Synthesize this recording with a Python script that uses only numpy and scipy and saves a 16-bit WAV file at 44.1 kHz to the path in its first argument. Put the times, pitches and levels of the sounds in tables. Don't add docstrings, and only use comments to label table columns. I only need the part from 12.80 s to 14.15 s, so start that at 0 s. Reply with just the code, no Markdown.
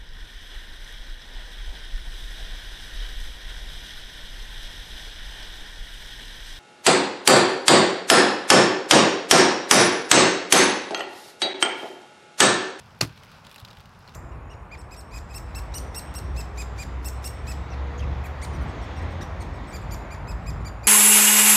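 import sys
import numpy as np
from scipy import signal
from scipy.io import wavfile
from scipy.ndimage import uniform_filter1d

SR = 44100
rng = np.random.default_rng(int(sys.argv[2]) if len(sys.argv) > 2 else 0)


def voltage_ratio(level):
    return 10 ** (np.asarray(level, float) / 20)


def wav_out(sig):
    wavfile.write(sys.argv[1], SR, np.round(np.clip(np.atleast_2d(sig).T, -1, 1) * 32767).astype(np.int16))


N = 59535

# t/s, level/dB
HUSH_LEVEL = [(0, -56), (.15, -54.5), (.3, -56), (.45, -53.5), (.6, -53.5), (.75, -53), (.9, -54),
              (1.05, -54.5), (1.2, -54), (1.35, -53)]
# f/Hz, level/dB
HUSH_TONE = [(140, -19.5), (230, -3.5), (290, -11.5), (549, -5), (691, -6.5), (826, -2), (1160, -4.5),
             (1620, -8.5), (4010, -30.5), (4960, -21.5), (16000, -45.5)]
# t/s, level/dB
WIND_LEVEL = [(0.0, -53), (0.398, -52), (0.544, -52.5), (0.77, -55.5), (1.192, -52.5), (1.35, -50)]
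# f/Hz, level/dB
WIND_TONE = [(12, -46), (20, -14.5), (99, -0.5), (182, -4), (300, -20.5), (390, -42), (660, -120)]
# t/s, level/dB
STIR_LEVEL = [(0, -58.5), (.1, -62), (.2, -61.5), (.3, -56.5), (.42, -59), (.55, -55), (.63, -61),
              (.68, -57), (.8, -61), (.9, -62.5), (1.0, -60.5), (1.08, -63), (1.15, -64), (1.22, -61.5),
              (1.3, -60.5), (1.35, -63)]
# f/Hz, level/dB
RUSTLE_TONE = [(880, -16), (1500, 0), (1830, -18.5), (2390, -4), (3180, -9.5), (5170, -12), (7840, -38),
               (12100, -27), (16000, -36)]
# f/Hz, level/dB
LEAF_TONE = [(400, -19), (700, -12), (1000, 1.5), (1500, -1.5), (2000, -4.5), (3400, -1), (5500, -6.5),
             (7500, -16), (16000, -52.5)]
# f/Hz, level/dB
SHEEN_TONE = [(5000, -28), (7000, -6), (11500, 1.5), (14000, -5.5), (16000, -5.5)]
# t/s, body level/dB, ring f/Hz, treble level/dB
CRACKS = [(0.1063, -54, 2800, -81), (0.1903, -63, 3700, -59), (0.274, -47, 4350, -53),
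          (0.2946, -48, 2710, -67), (0.3614, -57, 3270, -74), (0.3756, -45.5, 2470, -59),
          (0.4347, -44, 2240, -55.5), (0.4453, -67, 2240, -59), (0.4493, -56, 2240, -66),
          (0.467, -50, 2200, -69), (0.5164, -50.5, 2760, -57), (0.6453, -52, 2540, -69),
          (0.6491, -46, 3320, -61), (0.6663, -46.5, 3300, -55), (0.6687, -42.5, 3420, -58),
          (0.6945, -51, 3360, -58), (0.7054, -50, 2580, -59), (0.714, -42.5, 2450, -51.5),
          (0.7258, -55, 3530, -54), (0.7441, -43.5, 3450, -51), (0.753, -52, 4480, -62),
          (0.7602, -39.5, 2630, -47), (0.7809, -46, 3860, -55), (0.7841, -44, 3900, -57),
          (0.7947, -47, 3570, -55), (0.8005, -45, 3400, -49.5), (0.8076, -54, 2840, -58),
          (0.815, -50, 3660, -60), (0.8489, -38.5, 3600, -50), (0.8516, -41, 3420, -67),
          (0.8774, -47, 2720, -60), (0.8847, -45.5, 4420, -61), (0.9043, -45.5, 3730, -62),
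          (0.9101, -44, 2750, -58), (0.9305, -48, 3420, -61), (0.952, -57, 3270, -64),
          (0.9708, -45.5, 2760, -60), (0.9854, -55, 3300, -59), (0.9977, -48.5, 2710, -69),
          (1.0044, -50, 3750, -56), (1.0106, -53, 3750, -64), (1.0564, -48, 3070, -60),
          (1.093, -53.5, 2840, -63), (1.191, -63, 3010, -59), (1.2257, -55, 4950, -72),
          (1.2769, -45, 4100, -61), (1.2858, -48, 2630, -68), (1.2929, -47, 3700, -62),
          (1.3395, -50.5, 2450, -64), (1.3466, -46.5, 2540, -55)]
# t/s, level/dB
FIBRES = [(.2086, -35), (.2093, -30), (.21139, -22), (.21208, -13), (.21300, -15), (.21392, -14),
          (.21461, -20), (.2167, -21)]
# f/Hz, level/dB (added to the fibre's), t60/s
STALK_MODES = [(876, -13, 0.02), (1226, -18.5, 0.041), (1640, -15.5, 0.015), (2450, -10.5, .012),
               (2663, -4, 0.018), (4350, -3, 0.037), (4950, 5.5, 0.018), (6260, -3.5, 0.0064),
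               (7200, -12, 0.0056), (10700, -13, .006)]
# f/Hz, level/dB
SPLINTER_TONE = [(240, -13), (400, -11.5), (880, -11.5), (1250, -9.5), (1800, -13.5), (2500, -14.5),
                 (3200, -16.5), (4500, -12.5), (5500, -17), (7000, -22.5), (11600, -26), (16000, -36)]
# f/Hz, level/dB
TEAR_TONE = [(1500, -28), (2600, 4), (3300, -31), (4500, -1), (6300, -1.5), (8500, -13), (12000, -15),
             (16000, -20)]
# f/Hz, level/dB, t60/s, rise/s
THUMP_MODES = [(81, -26, .15, 0.016), (126.3, -16, 0.13, 0.01), (180, -17, 0.097, 0.011),
               (271.8, -28, 0.18, 0.013), (299.2, -28, .16, 0.024), (339.4, -25, 0.14, .018),
               (389, -37, 0.19, .02), (431, -40, 0.13, 0.018), (560, -37, .07, 0.0097),
               (642, -38.5, 0.18, 0.01)]
# t/s, level/dB, f/Hz
BUMPS = [(.268, -36.5, 135), (.296, -37, 125), (0.821, -37.5, 100), (0.974, -44, 55)]

TICKS_PER_S, TICK_SPREAD_DB, TICK_T60_S = 910, 3.5, 0.0077
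TICKS_DB, TICK_SHEEN_DB, SHUSH_DB = -4, -15, -0.5
CRACK_T60_S, CRACK_TAIL_DB, CRACK_TAIL_T60_S = 0.013, -12, 0.068
RING_WIDTH_HZ, RING_DB = 370, 14
GIVE_S, STALK_LOW_HZ = 0.00006, 239
PARTED_S, PARTED_T60_S, DAMPED_HZ = 0.21384, 0.0043, 3000
SPLINTER_S, SPLINTER_DB, SPLINTER_T60_S = 0.2085, -25, 0.19
SHAKE_RISE_S, SHAKE_END_S, SETTLE_T60_S = 0.004, 0.2347, 0.29
TEAR_S, TEAR_DB, TEAR_T60_S = 0.2114, -19, 0.026
KNOCK_S, KNOCK_DB, KNOCK_HZ, KNOCK_LEN_S = 0.2107, -17.5, 456, 0.0037
THUMP_S, THUMP_LEN_S = 0.212, 0.16
SAG_BELOW_HZ, SAG_PER_S = 200, 2.63
BUMP_LEN_S = 0.022


def evened(x):
    return x / np.sqrt(np.mean(x ** 2) + 1e-20)


def curve(rows):
    s, db = np.transpose(rows)
    return voltage_ratio(np.interp(np.arange(N) / SR, s, db))


def add(mix, s, sound):
    part = mix[round(s * SR):][:len(sound)]
    part += sound[:len(part)]


def colour(x, points):
    hz = abs(np.fft.fftfreq(8192, 1 / SR))
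    f, db = np.transpose(points)
    log_gain = np.log(voltage_ratio(np.interp(np.log(hz + 1), np.log(f), db, left=-70)))
    taps = np.fft.ifft(np.exp(np.conj(signal.hilbert(log_gain)))).real[:4096]
    return signal.oaconvolve(x, taps / np.linalg.norm(taps))[:len(x)]


def ring(x, hz, width_hz):
    r = np.exp(-np.pi * width_hz / SR)
    return 2 * signal.lfilter([1 - r], [1, -r * np.exp(2j * np.pi * hz / SR)], x).real


def waver(seconds, db):
    size = max(round(seconds * SR), 2)
    smooth = uniform_filter1d(uniform_filter1d(rng.standard_normal(N), size), size)
    return voltage_ratio(db * evened(smooth))


def air():
    hush = evened(colour(rng.standard_normal(N), HUSH_TONE)) * waver(0.03, db=1.21)
    wind_tone = WIND_TONE + [(600, -70)]
    wind = evened(colour(rng.standard_normal(N), wind_tone)) * waver(0.02, db=1.5)
    return curve(HUSH_LEVEL) * hush + curve(WIND_LEVEL) * wind


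def rustle():
    happens = rng.random(N) < TICKS_PER_S / SR
    size = voltage_ratio(TICK_SPREAD_DB * np.minimum(rng.exponential(1, N), 5)) * happens
    tick_fade = voltage_ratio(-60 * np.arange(600) / SR / TICK_T60_S)
    ticks = signal.oaconvolve(size, tick_fade)[:N] * rng.standard_normal(N)
    ticks = evened(colour(ticks, LEAF_TONE) + voltage_ratio(TICK_SHEEN_DB) * colour(ticks, SHEEN_TONE))
    shush = rng.standard_normal(N) * waver(0.012, db=1.0)
    shush = evened(colour(shush, RUSTLE_TONE))
    return curve(STIR_LEVEL) * (voltage_ratio(TICKS_DB) * ticks + voltage_ratio(SHUSH_DB) * shush)


def cracks():
    t, out = np.arange(3000) / SR, np.zeros(N)
    burst = voltage_ratio(-60 * t / CRACK_T60_S) + voltage_ratio(CRACK_TAIL_DB - 60 * t / CRACK_TAIL_T60_S)
    burst_rms = np.sqrt(np.mean(burst ** 2))
    for s, db, hz, treble_db in CRACKS:
        roughness = voltage_ratio(2.8 * rng.standard_normal(3000))
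        grit = rng.standard_normal(3000) * roughness * burst
        body = colour(grit, LEAF_TONE) + voltage_ratio(RING_DB) * ring(grit, hz, RING_WIDTH_HZ)
        body = evened(body) * burst_rms
        sheen = evened(colour(grit, SHEEN_TONE)) * burst_rms
        add(out, s, voltage_ratio(db) * body + voltage_ratio(treble_db) * sheen)
    return out


def snap():
    t, stalk = np.arange(3000) / SR, np.zeros(N)
    hz, mode_db, t60 = np.transpose(STALK_MODES)[:, :, None]
    give = 1 - np.exp(-t / GIVE_S)
    modes = give * voltage_ratio(mode_db - 60 * t / t60) * np.sin(2 * np.pi * hz * t)
    for s, db in FIBRES:
        since_parted = np.maximum(t + s - max(s, PARTED_S), 0)
        damp_db = -60 * since_parted / PARTED_T60_S * (hz > DAMPED_HZ)
        add(stalk, s, (voltage_ratio(db + damp_db) * modes).sum(axis=0))
    stalk = signal.lfilter(*signal.butter(2, STALK_LOW_HZ, "high", fs=SR), stalk)

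    t = np.arange(N) / SR
    fade_db = -60 * (t - SPLINTER_S) / SPLINTER_T60_S
    fade_db = fade_db - 60 * np.maximum(t - SHAKE_END_S, 0) / SETTLE_T60_S
    rise = np.clip(0.28 + (t - SPLINTER_S) / SHAKE_RISE_S, 0, 1) * (t > SPLINTER_S)
    shake = rise * voltage_ratio(SPLINTER_DB + np.minimum(fade_db, 0))
    tear = (t > TEAR_S) * voltage_ratio(TEAR_DB - 60 * np.maximum(t - TEAR_S, 0) / TEAR_T60_S)
    grit = rng.standard_normal(N) * waver(0.001, db=2.2)
    splinters = shake * colour(grit, SPLINTER_TONE)
    hiss = tear * colour(grit[::-1], TEAR_TONE)
    return stalk + splinters + hiss


def thump():
    out = np.zeros(N)
    t = np.arange(0, KNOCK_LEN_S, 1 / SR)
    hump = np.sin(np.pi * t / KNOCK_LEN_S) ** 2
    knock = hump * np.cos(2 * np.pi * KNOCK_HZ * (t - KNOCK_LEN_S / 2))
    add(out, KNOCK_S, -voltage_ratio(KNOCK_DB) * knock)

    t = np.arange(0, THUMP_LEN_S, 1 / SR)
    for hz, db, t60, rise in THUMP_MODES:
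        sag = (hz < SAG_BELOW_HZ) * SAG_PER_S
        turns = hz * t * (1 - sag * t / 2)
        swell = 1 - np.exp(-(t / rise) ** 2)
        add(out, THUMP_S, swell * voltage_ratio(db - 60 * t / t60) * np.sin(2 * np.pi * turns))

    t = np.arange(0, BUMP_LEN_S, 1 / SR)
    for s, db, hz in BUMPS:
        add(out, s, voltage_ratio(db) * np.sin(np.pi * t / BUMP_LEN_S) * np.cos(2 * np.pi * hz * t))
    return out


def scene():
    return (air() + rustle() + cracks() + snap() + thump())[None]


def top_cut(x):
    return signal.sosfilt(signal.butter(12, 16830, fs=SR, output="sos"), x)


def record(dry):
    low_pass = signal.firwin(255, 16000, window=("kaiser", 5), fs=SR)
    mix = signal.oaconvolve(dry, low_pass[None], "same")
    return top_cut(mix)


dry = scene()
out = record(dry)
wav_out(out)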